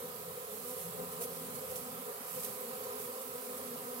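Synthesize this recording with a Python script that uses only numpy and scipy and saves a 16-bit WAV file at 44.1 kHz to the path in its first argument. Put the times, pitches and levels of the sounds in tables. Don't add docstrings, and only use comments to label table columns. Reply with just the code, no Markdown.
import sys
import numpy as np
from scipy import signal
from scipy.fft import rfft, irfft, next_fast_len
from scipy.io import wavfile
from scipy.ndimage import uniform_filter1d, map_coordinates

SR = 44100
rng = np.random.default_rng(int(sys.argv[2]) if len(sys.argv) > 2 else 0)


def log_audio(samples):
    frames = np.atleast_2d(samples).T
    limited = np.clip(frames, -1, 1)
    pcm = np.round(limited * 32767).astype(np.int16)
    wavfile.write(sys.argv[1], SR, pcm)


N = 176400

# (harmonic [n], gain [dB])
FAST_HARMONICS = [(1, -10), (2, 0.5), (3, -11.5), (4, -9.5), (5, -9), (6, -18), (8, -22.5), (12, -31)]
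SLOW_HARMONICS = [(1, -9.5), (2, 1.5), (3, -15), (4, -19.5), (5, -9), (6, -10.5), (8, -21), (12, -21)]
# (time [s], level [dB])
MID_SWELL = [(0.0, -44), (0.055, -46), (0.11, -51.5), (0.4, -47.5), (0.56, -46), (0.63, -54), (0.7, -47),
             (0.92, -50), (1.01, -44), (1.12, -50), (1.2, -44.5), (1.37, -50), (1.73, -47.5), (1.92, -54.5),
             (2.1, -46), (2.28, -56.5), (2.36, -47.5), (3.85, -48.5), (3.9, -45), (4.0, -49)]
LOW_SWELL = [(0.0, -77), (0.04, -54.5), (0.5, -75), (0.52, -54), (0.97, -78), (1.0, -54), (1.31, -57.5),
             (1.51, -52.5), (1.75, -64), (1.77, -57), (2.02, -53.5), (2.16, -77), (2.21, -53.5),
             (2.26, -77), (2.36, -57.5), (3.44, -58), (3.46, -53), (4.0, -52.5)]
# (time [s], gain [dB])
RASP_GAIN = [(0.0, 2), (.15, 0.5), (.6, -1), (1.0, 1.5), (1.24, 2.5), (1.4, 1.5), (2.2, 2), (2.73, 2.5),
             (2.93, 4.5), (3.07, 2), (3.4, 1), (4.0, 3.2)]
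# (time [s], wingbeat [Hz], glide [ratio], half length [s], fundamental [dB], overtones [dB])
PASSES = [(.28, 167.5, -.02, 0.025, -56, -82), (.57, 206.4, -0.022, 0.051, -61, -52),
          (.70, 248.1, .025, 0.038, -58, -48), (.87, 170, 0.041, 0.03, -54.5, -79),
          (1.015, 256.7, 0.0057, .03, -55.5, -43.5), (1.03, 204, -0.021, 0.025, -60, -54),
          (1.21, 235, -.025, 0.022, -63, -47.5), (1.51, 216.3, -.02, 0.047, -53, -56),
          (1.56, 245, .035, 0.047, -57, -52.5), (1.745, 247.6, -0.02, .03, -69, -45.5),
          (1.88, 251, .02, 0.062, -59.5, -53), (2.08, 247, -0.031, 0.019, -62, -49.5),
          (2.37, 254.3, -.025, 0.025, -59, -48), (2.47, 205.3, -.02, 0.047, -58, -51),
          (2.67, 236, -.02, 0.041, -56, -50.5), (2.73, 255, -.02, 0.023, -72, -50),
          (2.95, 210, 0.017, .05, -67, -54.5), (3.11, 243.5, .025, 0.042, -57.5, -51.5),
          (3.17, 261, 0.025, 0.032, -66, -47.5), (3.375, 246, 0.033, .028, -60, -45),
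          (3.54, 248.2, -0.011, 0.04, -61, -49), (3.73, 236.4, -.035, 0.029, -54.5, -53),
          (3.90, 245, 0.031, 0.033, -54.5, -50)]
# (harmonic [n], gain [dB])
PASS_HARMONICS = [(2, -0.5), (3, -14.5), (4, -14), (5, -17), (6, -23)]
# (frequency [Hz], left minus right [dB])
BEE_BALANCE = [(240, 2), (500, 1.7), (1200, 0.2), (1700, -3), (3000, -8)]
LEAF_BALANCE = [(800, -11), (2000, -3), (6500, -3), (8000, 0.5), (9800, 1), (11000, -5.5), (12200, -11),
                (15000, -14.5)]
# (time [s], level [dB])
HUM_LEVEL = [(0.0, -78), (0.05, -56.5), (0.21, -69), (0.28, -68), (0.41, -68.5), (0.85, -59), (1.2, -55.5),
             (1.24, -66), (1.34, -56), (1.88, -65), (1.97, -56.5), (2.17, -72.5), (2.33, -64), (3.65, -80),
             (3.71, -59.5), (4.0, -83)]
RUMBLE_LEVEL = [(0.0, -72), (0.33, -63), (0.44, -74), (0.89, -64), (1.38, -70), (1.61, -62), (2.29, -77.5),
                (2.36, -65), (2.7, -77), (2.73, -68.5), (3.1, -67.5), (3.17, -87), (3.35, -62.5),
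                (3.42, -85), (3.65, -67), (3.72, -74), (3.79, -66), (4.0, -74)]
AIR_LEVEL = [(0.0, -54.5), (.65, -54), (1.1, -54), (4.0, -53)]
HISS_LEVEL = [(0.0, -49.5), (0.31, -50), (0.66, -48.5), (1.08, -48.5), (1.37, -47.5), (2.03, -49),
              (2.34, -48), (2.43, -47.5), (3.9, -48.5), (4.0, -48.5)]
# (peak time [s], fall time [s], level [dB])
BRUSHES = [(0.53, 0.025, -48.5), (0.69, .05, -45.5), (0.806, 0.051, -45.5), (1.127, 0.011, -45),
           (1.225, 0.021, -37), (1.557, .009, -44), (1.71, .014, -44.5), (1.768, 0.023, -42.5),
           (2.37, 0.12, -44.5), (2.406, .003, -42), (2.436, 0.0048, -44), (2.449, 0.0085, -41),
           (2.457, 0.017, -46), (2.842, 0.008, -45), (3.02, 0.048, -45.5), (3.22, 0.0075, -45),
           (3.577, 0.015, -47)]
# (time [s], level [dB])
SNAPS = [(1.218, -42), (1.237, -44), (1.555, -49), (1.758, -39.5), (2.434, -41), (2.446, -37.5)]
# (frequency [Hz], gain [dB])
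RUMBLE_SPECTRUM = [(20, -30), (38, -30), (62, -17), (82, -5), (105, -4), (135, 1), (200, 0), (270, -22),
                   (400, -47), (900, -66)]
AIR_SPECTRUM = [(30, -50), (200, -5), (330, 2), (680, 8), (860, -4.5), (1200, 5.5), (1450, -2), (2000, -3),
                (4000, -3.5), (6000, -7), (9000, -7.5), (16000, -28)]
HISS_SPECTRUM = [(500, -25), (2500, -13.5), (4500, -9.5), (6200, -11.5), (8000, -4), (10000, -2.5),
                 (11800, 1.7), (13500, 0.1), (16000, -3)]
BRUSH_SPECTRUM = [(400, -30), (2000, -9), (4000, -8.5), (6500, -1.5), (9000, 4), (12000, 8.5), (16000, -1)]
SNAP_SPECTRUM = [(1000, -31), (3300, -1), (4600, -8), (6100, 4), (7300, -4.5), (10500, -0.5), (13000, 7),
                 (16000, -10)]

DRIFT_RATIO, DRIFT_HZ = .028, 6
FLUTTER_RATIO, PASS_FLUTTER_RATIO, FLUTTER_HZ = .008, .0047, 22
SWERVE_DB, SWERVE_HZ = 2.5, 5.03
LAG_S, LAG_SPREAD_S = .00024, .000098


def amp(db):
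    return 10 ** (np.asarray(db) / 20)


def unit(x):
    return x / np.sqrt(np.mean(x ** 2) + 1e-20)


def along(points, hz):
    f, v = np.transpose(points)
    return np.interp(np.log(hz + .00093), np.log(f), v)


def curve(rows):
    return np.interp(np.arange(N) / SR, *np.transpose(rows))


def wobble(rate_hz):
    grid_s = np.linspace(0, N / SR, 1000)
    smooth = map_coordinates(rng.standard_normal(512), [grid_s * rate_hz + 2], mode="wrap")
    return np.interp(np.arange(N) / SR, grid_s, smooth)


def filtered(x, response):
    size = next_fast_len(N + SR // 4)
    return irfft(rfft(x, size) * response(np.fft.rfftfreq(size, 1 / SR)), size)[..., :N]


def coloured(x, spectrum):
    return unit(filtered(x, lambda hz: amp(along(spectrum, hz))))


def panned(x, balance):
    def gains(hz):
        g = amp(np.outer([.5, -.5], along(balance, hz)))
        return g / np.sqrt(np.mean(g ** 2, axis=0))
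    return filtered(x, gains)


def bees(harmonics, count, wing_hz, spread_ratio):
    out = np.zeros((2, N))
    k = np.arange(1, 13)
    cycle = np.linspace(0, 1, 2048, endpoint=False)
    rank = (np.arange(count) + .5) / count
    for offset in np.log(rank / (1 - rank)) * np.sqrt(3) / np.pi:
        gains = amp(along(harmonics, k) + rng.normal(0, 1.54, len(k)))
        stroke = gains @ np.sin(2 * np.pi * (np.outer(k, cycle) + rng.random((len(k), 1))))
        wander = DRIFT_RATIO * wobble(DRIFT_HZ) + FLUTTER_RATIO * wobble(FLUTTER_HZ)
        hz = wing_hz * (1 + spread_ratio * offset + wander)
        beats = np.cumsum(hz) / SR
        lag_s = LAG_S + LAG_SPREAD_S * rng.standard_normal()
        index = (np.array([beats - lag_s * hz, beats]) * len(cycle)).astype(int) % len(cycle)
        out += unit(stroke)[index] * amp(SWERVE_DB * np.tanh(wobble(SWERVE_HZ)))
    return unit(out)


def swarm(low_edge_hz=324, rasp_edge_hz=600):
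    buzz = amp(-48.5) * bees(FAST_HARMONICS, count=48, wing_hz=250.75, spread_ratio=.04)
    buzz += amp(-53) * bees(SLOW_HARMONICS, count=18, wing_hz=212.96, spread_ratio=.027)
    low = filtered(buzz, lambda hz: 1 / (1 + (hz / low_edge_hz) ** 16))
    rasp = filtered(buzz, lambda hz: 1 - 1 / (1 + (hz / rasp_edge_hz) ** 16))
    mid = buzz - low - rasp
    low_db, mid_db = curve(LOW_SWELL), curve(MID_SWELL)
    low *= amp(low_db - low_db.mean() - 2)
    mid *= amp(.98 * (mid_db - mid_db.mean()))
    rasp *= amp(curve(RASP_GAIN))
    return panned(low + mid + rasp, BEE_BALANCE)


def close_bees():
    t, out = np.arange(N) / SR, np.zeros((2, N))
    for at_s, wing_hz, glide, half_s, fundamental_db, overtone_db in PASSES:
        progress = (t - at_s) / half_s
        hz = wing_hz * (1 + glide * np.tanh(progress) + PASS_FLUTTER_RATIO * wobble(FLUTTER_HZ))
        near = np.abs(t - at_s) < .4
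        beats = np.cumsum(hz[near]) / SR - np.array([[LAG_S * wing_hz], [0]])
        partials = [(1, fundamental_db)] + [(k, overtone_db + db) for k, db in PASS_HARMONICS]
        tone = sum(amp(db) * np.sin(2 * np.pi * (k * beats + rng.random())) for k, db in partials)
        out[:, near] += np.sqrt(2) * tone / np.cosh(progress[near])
    return panned(out, BEE_BALANCE)


def drone(hz, waver_ratio):
    cycles = np.cumsum(hz * (1 + waver_ratio * wobble(14))) / SR
    return unit(np.sin(2 * np.pi * cycles) * amp(2.9 * wobble(14)))


def hum(pitch_hz=168.9):
    scatter = np.array([drone(pitch_hz, waver_ratio=.11) for side in range(2)])
    return (drone(pitch_hz, waver_ratio=.027) + amp(-5.5) * scatter) * amp(curve(HUM_LEVEL))


def crackle(rate_hz, spread_db):
    hits = rng.random((2, N)) < rate_hz / SR
    signs = np.sign(rng.standard_normal((2, N)))
    return unit(hits * signs * amp(spread_db * rng.uniform(-1.1, 1, N)))


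def brushes(rise_ratio=.68):
    t, power = np.arange(N) / SR, np.zeros(N)
    for peak_s, fall_s, db in BRUSHES:
        width_s = fall_s * np.where(t < peak_s, rise_ratio, 1)
        power += amp(db) ** 2 * np.exp(-((t - peak_s) / width_s) ** 2)
    friction = .45 * rng.standard_normal((2, N)) + crackle(rate_hz=2900, spread_db=9)
    return np.sqrt(power) * coloured(friction, BRUSH_SPECTRUM)


def snaps(decay_s=.0079):
    t = np.arange(N) / SR
    force = sum(amp(db) * (t >= at_s) * np.exp(-np.abs(t - at_s) / decay_s) for at_s, db in SNAPS)
    return panned(force * coloured(rng.standard_normal((2, N)), SNAP_SPECTRUM), LEAF_BALANCE)


def foliage(hiss_trim_db=4):
    air = amp(curve(AIR_LEVEL)) * coloured(rng.standard_normal((2, N)), AIR_SPECTRUM)
    rustle = rng.standard_normal((2, N)) + .39 * crackle(rate_hz=500, spread_db=9.5)
    hiss = coloured(rustle, HISS_SPECTRUM) * amp(curve(HISS_LEVEL) + hiss_trim_db + .11 * wobble(22))
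    return panned(patchy(air + hiss + brushes()), LEAF_BALANCE)


def patchy(x, depth_db=2):
    spectra = signal.stft(x, nperseg=1024)[2]
    patches = uniform_filter1d(rng.standard_normal(spectra.shape), size=6, axis=1)
    patches = uniform_filter1d(patches, size=8, axis=2)
    return signal.istft(spectra * unit(amp(depth_db * unit(patches))), nperseg=1024)[1][:, :N]


def rumble():
    noise = rng.standard_normal(N) + .27 * rng.standard_normal((2, N))
    wind = amp(5.5) * coloured(noise, RUMBLE_SPECTRUM)
    throb = amp(-5.5) * drone(hz=86.2, waver_ratio=.048)
    return (wind + throb) * amp(curve(RUMBLE_LEVEL))


def low_bed():
    left, right = hum() + rumble()
    left = filtered(left, lambda hz: np.exp(-2j * np.pi * hz * LAG_S))
    return panned(np.array([left, right]), balance=[(60, 2.2), (300, 3.6)])


def scene():
    return swarm() + close_bees() + low_bed() + foliage() + snaps()


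def record(dry):
    return filtered(dry, lambda hz: hz < 15850)


dry = scene()
out = record(dry)
log_audio(out)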